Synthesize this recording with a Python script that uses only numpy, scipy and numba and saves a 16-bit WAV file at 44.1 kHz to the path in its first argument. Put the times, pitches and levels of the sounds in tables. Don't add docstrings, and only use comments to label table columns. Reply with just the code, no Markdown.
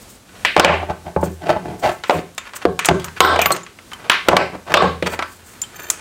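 import sys
import numpy as np
from scipy import signal
from scipy.fft import rfft, irfft
from scipy.io import wavfile
from scipy.ndimage import uniform_filter1d
from numba import njit

SR = 44100
rng = np.random.default_rng(int(sys.argv[2]) if len(sys.argv) > 2 else 0)


def materialize(psi):
    bounded = np.clip(np.atleast_2d(psi).T, -1, 1)
    quanta = np.round(bounded * 32767).astype(np.int16)
    wavfile.write(sys.argv[1], SR, quanta)


N = 264864

# frequency in Hz, relative spectral density in dB.
AIR_SPECTRUM = [(15, -50), (25, -9), (48, 8), (70, -1.5), (82, 8), (161, -4.5), (195, 3), (301, -2),
                (1400, -10.5), (1890, -12.5), (2410, -13.5), (4030, -14), (5140, -16), (8360, -15.5),
                (16000, -26.5)]
# peak time in seconds, length in seconds, level in dB.
BRUSH_STROKES = [(0.018, 0.076, -50), (0.114, 0.1, -46), (1.214, .015, -42), (1.252, 0.066, -39),
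                 (1.324, .1, -48.5), (1.5, 0.07, -48), (1.798, 0.026, -45), (1.883, 0.19, -44),
                 (2.13, 0.16, -40.5), (2.349, 0.0063, -43), (2.564, 0.034, -32), (5.067, 0.044, -39),
                 (5.125, 0.07, -35.5), (5.32, 0.15, -48), (5.504, 0.24, -48.5), (5.926, 0.094, -43)]
# peak time in seconds, length in seconds,
# then the levels of tube rub, steel rasp and bench drone in dB.
SCUFF_STROKES = [(0.406, 0.39, -50, -48, -60), (0.818, 0.058, -23, -58, -31),
                 (0.902, 0.038, -14.5, -36, -21), (1.074, 0.061, -28.5, -46, -34),
                 (1.255, 0.12, -36, -44, -25), (1.469, .15, -27, -39.5, -33),
                 (1.505, 0.048, -9, -25.5, -30), (1.566, 0.026, -19, -52, -23),
                 (1.693, 0.17, -29, -45, -25.5), (1.852, 0.078, -13, -27.5, -41),
                 (1.9, 0.042, -14, -27.5, -39), (2.171, 0.07, -28.5, -32.5, -24),
                 (2.469, 0.071, -54, -36, -73), (2.563, 0.013, -59, -27, -61),
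                 (2.624, 0.028, -49, -29, -59), (2.917, 0.04, -17.5, -57, -11),
                 (3.171, 0.032, -41, -29, -38), (3.306, 0.096, -15, -45, -45), (3.512, 0.16, -33, -45, -33),
                 (4.051, 0.18, -42.5, -43.5, -53), (4.319, 0.095, -12.5, -40, -38),
                 (4.543, 0.046, -33.5, -47, -30), (4.679, 0.046, -31, -38, -44),
                 (4.714, 0.04, -24.5, -29.5, -31), (4.835, 0.064, -13, -60, -37),
                 (5.069, 0.025, -19, -16, -41), (5.136, 0.043, -25.5, -28.5, -53),
                 (5.478, 0.52, -63, -51.5, -63), (5.9, 0.55, -49, -44, -49)]
# peak time in seconds, length in seconds, level in dB.
SLIDE_STROKES = [(5.761, 0.024, -40), (5.847, 0.19, -37.5)]
# frequency in Hz, relative level in dB, time to decay by 60 dB in seconds.
TUBE_MODES = [(330, -10, .03), (400, -7, .035), (470, -4, .035), (560, -4, .035), (640, -2, .045),
              (700, 0, .05), (770, -1, .045), (870, -2, .045), (1005, -2, .045), (1120, -1, .05),
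              (1340, -1, .045), (1520, -2, .05), (1990, -5, .04)]
METAL_MODES = [(870, 0, .2), (1520, 0, .25), (1750, 0, .05), (2420, -12, .04), (2700, -16, .04),
               (3100, -16, .045), (3600, -16, .09), (4250, -16, .03), (4550, -15, .05), (5480, -20, .05),
               (6300, -5, .08), (7150, -4, .035), (8200, -14, .025), (9270, -22, .05), (10100, -22, .2),
               (11650, -24, .08), (13100, -18, .05), (13620, -5, .11), (13760, -7, .14)]
BENCH_MODES = [(82.04, -5.5, 0.78), (173.6, 7, 0.085), (266, -6.5, 0.24)]
# start in seconds, relative levels of tube knock,
# crack and bench thump in dB, favoured tube frequency in Hz, relative share sent to the room in dB.
TUBE_BLOWS = [(0.4493, -21.5, -3, -46, 736, 3), (0.5649, -0.5, -2, -45, 825, -4),
              (0.5767, -11.5, -8, -2, 760, 6), (0.597, 11, 16.5, -36, 1070, -7),
              (0.647, 2.5, 9.5, 1, 750, -1), (0.6785, -7.5, -25, -7, 690, -9),
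              (0.6944, -3.5, -29, -6, 880, 0), (1.163, -8, -35, -8, 630, -7),
              (1.229, -7.5, -51, -11, 545, -6), (2.0961, -3.5, -8.5, -40, 730, -9),
              (2.1074, -8, -10, -45, 725, -1), (2.6529, 1.6, -13, -3.5, 462, -7.5),
              (2.8869, -0.5, 1.5, 0.5, 920, -10), (3.2045, 11.5, 19, -0.5, 1150, 2.5),
              (3.248, 7.5, 2, -32, 1430, -1.5), (3.3605, -10, -10.5, -41, 795, -0.5),
              (3.3909, -8.5, -4.5, -29, 650, 2), (3.4583, -5.5, -2, -18, 1240, -8.5),
              (3.5052, -10.5, -10.5, -23, 1050, -2), (4.2855, 7.5, 11, 3, 603, -7.5),
              (4.3309, 0.5, -15, -3.5, 624, 0), (4.367, 3, 7.5, -50, 970, -3.5),
              (4.7406, -0.5, 8, -3.5, 784, -1), (4.771, -0.5, -2.5, -30, 1170, 1.5),
              (4.823, -8.5, -11, -7, 810, 7), (5.025, -9, -12.5, -11.5, 400, -1),
              (5.191, -13, -13.5, -40, 1220, 2), (5.2242, -21.5, -13.5, -48, 1430, -3.5)]
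# start in seconds, frequency in Hz, level in dB.
CLINK_NOTES = [(0.902, 1520, -30), (1.164, 870, -15.5), (2.381, 3600, -23), (2.86, 7150, -17),
               (3.045, 13620, -43), (3.205, 13620, -14), (3.248, 13620, -18.5), (3.392, 6300, -38),
               (3.392, 13620, -44), (3.459, 10100, -42), (3.458, 7150, -16), (3.569, 8200, -26.5),
               (3.417, 13620, -20), (3.42, 2420, -12), (3.458, 13620, -13.5), (3.522, 13620, -29),
               (3.522, 11650, -30), (3.523, 8200, -13.5), (3.522, 4250, -17), (3.633, 7150, -33),
               (2.38, 7150, -28), (3.933, 3100, -23), (4.097, 13760, -25), (4.098, 10100, -39),
               (4.773, 3600, -15), (5.617, 7150, -19), (5.636, 3100, -28)]
# start in seconds, relative levels of crack and bright tick
# in dB, relative share sent to the room in dB.
STEEL_TAPS = [(2.0369, -13.5, -45, -0.5), (2.3794, -15, -5, -1.5), (2.5348, -25.5, -25, 7),
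              (2.7913, -9.5, -0.5, -2), (2.848, -9, -3, -13), (2.8567, -12.5, 10.5, -1),
              (2.997, -24.5, -15.5, 3), (3.0183, -31, -24, -4), (3.0437, -21, -3, 2.5),
              (3.083, -22.5, -41, -14), (3.4163, -10, 6.5, 5), (3.519, -30, 5, 1), (3.548, -23, -30, 7),
              (3.5636, -18, -5.5, -9), (3.6334, -36, -33, -10), (3.665, -27, -48, 4.5),
              (3.7883, -30.5, -38, 2), (3.917, -25.5, -35, 2), (3.933, -27, -13.5, -5),
              (4.0976, 5.5, 3, -2), (4.117, -2, -22, -2), (5.6167, -34, -1, 1.5), (5.636, -34, -39, -2),
              (5.901, -18, 12, -0.5)]
# band centre in Hz, relative level in dB,
# time to decay by 60 dB in seconds.
ROOM_BANDS = [(132.5, -2, 0.41), (400, 1.5, 0.29), (1250, 0, 0.28), (2200, -5, 0.38), (3930, -11, 0.37),
              (5770, -11, 0.36), (9900, -7.5, 0.12)]


def undb(db):
    return 10 ** (np.asarray(db) / 20)


def band(x, lo_hz, hi_hz, order=2):
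    edges_hz = [lo_hz, min(hi_hz, .45 * SR)]
    return signal.sosfilt(signal.butter(order, edges_hz, "band", fs=SR, output="sos"), x)


def unit(x):
    return x / np.sqrt(np.mean(x ** 2))


def ring(drive, modes):
    out = 0
    for hz, db, t60 in modes:
        r, w = np.exp(-np.log(1000) / (t60 * SR)), 2 * np.pi * hz / SR
        out = out + undb(db) * signal.lfilter([0, np.sin(w)], [1, -2 * r * np.cos(w), r * r], drive)
    return out


def waver(rate_hz):
    hold = int(SR / rate_hz)
    steps = np.repeat(rng.standard_normal(N // hold + 1), hold)
    return unit(uniform_filter1d(steps, hold)[:N])


def swell(peak_s, length_s, rise_share=.43):
    t = np.arange(0, N, 16) / SR
    width_s = length_s * np.where(t < peak_s, rise_share, 1 - rise_share)
    bell = np.exp(-2 * ((t - peak_s) / width_s) ** 2)
    return np.repeat(bell, 16)[:N]


def room_air(level_db=-45):
    hz, db = np.transpose(AIR_SPECTRUM)
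    bin_hz = np.maximum(np.arange(N // 2 + 1) * SR / N, 1)
    colour = undb(np.interp(np.log(bin_hz), np.log(hz), db))
    noise = irfft(rfft(rng.standard_normal(N)) * colour, N)
    return undb(level_db + 1.5 * waver(6)) * unit(noise)


def brushing():
    pressure = sum(undb(db) * swell(s, length) for s, length, db in BRUSH_STROKES)
    noise = rng.standard_normal(N) * undb(2.3 * waver(150))
    hiss = unit(band(noise, 6600, 9100, order=1)) + .5 * unit(band(noise, 12000, 14700, order=1))
    return pressure * hiss


def rubbing(slips_per_s=3000, seated_until_s=2.3, rasp_t60_s=.045, slide_t60_s=.035):
    slips = (rng.random(N) < slips_per_s / SR) * rng.standard_normal(N)
    slips = unit(slips) * undb(3 * waver(120))
    tube = unit(ring(slips, TUBE_MODES)) + .86 * unit(band(slips, 373, 1050))
    seated = unit(band(tube, 590, 890) + .66 * tube)
    tube = np.where(np.arange(N) < seated_until_s * SR, seated, tube)
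    rasp_modes = [(hz, -7 * np.log2(hz / 1500), rasp_t60_s) for hz, _, _ in METAL_MODES[1:]]
    rasp = unit(band(slips, 620, 2460)) + .45 * unit(ring(slips, rasp_modes))
    drone = unit(band(ring(slips, BENCH_MODES), 92, 282)) + .59 * unit(band(slips, 293, 516))
    slide = unit(ring(slips, [(hz, db, slide_t60_s) for hz, db, _ in METAL_MODES[2:]]))
    tube_gain, rasp_gain, drone_gain = sum(
        np.outer(undb(db), swell(s, length)) for s, length, *db in SCUFF_STROKES)
    slide_gain = sum(undb(db) * swell(s, length) for s, length, db in SLIDE_STROKES)
    return tube_gain * tube + rasp_gain * rasp + drone_gain * drone + slide_gain * slide


def contact_forces(count, samples, chatter_s, roughness):
    t = np.arange(samples) / SR
    force = np.exp(-t / chatter_s) * (roughness * rng.standard_normal((count, samples)) + (t == 0))
    return force / np.linalg.norm(force, axis=1, keepdims=True)


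def place(starts_s, sounds):
    out = np.zeros(N + sounds.shape[1])
    for start_s, sound in zip(starts_s, sounds):
        i = int(start_s * SR)
        out[i:i + sound.size] += sound
    return out[:N]


def blows(starts_s, db, chatter_s, roughness):
    forces = contact_forces(len(starts_s), 1024, chatter_s, roughness)
    return place(starts_s, undb(db)[:, None] * forces)


def tube_knocks(starts_s, db, favoured_hz, detune=.025, scatter_db=2.5):
    t = np.arange(4096) / SR
    hz, mode_db, t60 = np.transpose(TUBE_MODES)[:, None, :, None]
    octaves_away = np.abs(np.log2(hz / favoured_hz[:, None, None]))
    grip = rng.standard_normal((len(starts_s), 2, len(TUBE_MODES), 1))
    onset_db = db[:, None, None] + mode_db - 16 * octaves_away + scatter_db * grip[:, 0]
    tuned_hz = hz * (1 + detune * grip[:, 1])
    response = np.sum(undb(onset_db - 60 * t / t60) * np.sin(2 * np.pi * tuned_hz * t), axis=1)
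    forces = contact_forces(len(starts_s), t.size, chatter_s=.006, roughness=.14)
    return place(starts_s, signal.fftconvolve(response, forces, axes=1))


def contacts():
    starts_s, tube_db, crack_db, bench_db, tube_hz, room_db = np.transpose(TUBE_BLOWS)
    heavy = [starts_s, crack_db, crack_db - 4.5, bench_db, tube_db, tube_hz, room_db]
    starts_s, crack_db, tick_db, room_db = np.transpose(STEEL_TAPS)
    tube_hz = np.full_like(starts_s, 1260)
    light = [starts_s, crack_db, tick_db, crack_db - 29, crack_db - 13, tube_hz, room_db]
    return np.hstack([heavy, light])


def impacts():
    starts_s, crack_db, tick_db, bench_db, tube_db, tube_hz, room_db = contacts()

    def radiate(share_db, crack_s, tick_s, crack_top_hz, tick_gain_db):
        crack = band(blows(starts_s, crack_db + share_db, crack_s, roughness=1), 840, crack_top_hz)
        tick = band(blows(starts_s, tick_db + share_db, tick_s, roughness=.63), 6000, 8200, order=1)
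        sheen = band(blows(starts_s, tick_db + share_db, tick_s, roughness=.9), 12500, 15500, order=1)
        bench_force = blows(starts_s, bench_db + share_db, chatter_s=.0036, roughness=.38)
        thump = band(ring(bench_force, BENCH_MODES), 68, 236)
        knock = band(tube_knocks(starts_s, tube_db + share_db, tube_hz), 313, 1990)
        treble = undb(tick_gain_db) * (tick + undb(-15) * sheen)
        return undb(27.5) * crack + treble + undb(-11) * thump + undb(1.5) * knock

    direct = radiate(0, crack_s=.0047, tick_s=.0044, crack_top_hz=3000, tick_gain_db=9.9)
    room_feed = radiate(room_db, crack_s=.0003, tick_s=.0003, crack_top_hz=3520, tick_gain_db=11)
    return direct, room_feed


def clinks(chatter_s=.004, roughness=.15, waver_db=3.5):
    t = np.arange(2048) / SR
    noise = rng.standard_normal((len(CLINK_NOTES), t.size))
    forces = (t == 0) + roughness * np.exp(-t / chatter_s) * noise
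    mode_hz, mode_db, _ = np.transpose(METAL_MODES)
    drives = np.zeros((len(METAL_MODES), N))
    for (start_s, hz, db), force in zip(CLINK_NOTES, forces):
        nearest = np.argmin(np.abs(mode_hz - hz))
        i = int(start_s * SR)
        drives[nearest, i:i + t.size] += undb(db - mode_db[nearest]) * force
    return sum(ring(drive, [mode]) * undb(waver_db * waver(200))
               for drive, mode in zip(drives, METAL_MODES) if drive.any())


def garage(x, build_up_s=.0017):
    t = np.arange(SR // 2) / SR
    tail = sum(undb(db - 60 * t / t60) * band(rng.standard_normal(t.size), hz / 1.585, hz * 1.526)
               for hz, db, t60 in ROOM_BANDS)
    tail *= np.clip(t / build_up_s, 0, 1) ** 2
    return signal.fftconvolve(x, tail)[:N]


@njit
def compress(x, threshold, ratio, attack_s, release_s):
    out, envelope = np.empty(len(x)), 1e-9
    for i in range(len(x)):
        lag_s = attack_s if abs(x[i]) > envelope else release_s
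        envelope += (abs(x[i]) - envelope) / (lag_s * SR)
        out[i] = x[i] * min(1., threshold / envelope) ** (1 - 1 / ratio)
    return out


def scene():
    direct, room_feed = impacts()
    friction = rubbing() + brushing()
    notes = clinks()
    echo = garage(undb(-31) * room_feed + undb(-35) * friction + undb(-47) * notes)
    return (direct + friction + notes + echo + room_air())[None]


def record(dry):
    x = compress(dry[0], undb(-19.5), ratio=1.107, attack_s=.051, release_s=.25)
    x = compress(x, undb(-10.5), ratio=5.9, attack_s=.0038, release_s=.021)
    bass_cut = signal.butter(2, 55, "high", fs=SR, output="sos")
    top_cut = signal.ellip(8, .2, 70, 15750, fs=SR, output="sos")
    x = signal.sosfilt(bass_cut, np.clip(x, -1, 1))
    return signal.sosfilt(top_cut, x)[None]


dry = scene()
out = record(dry)
materialize(out)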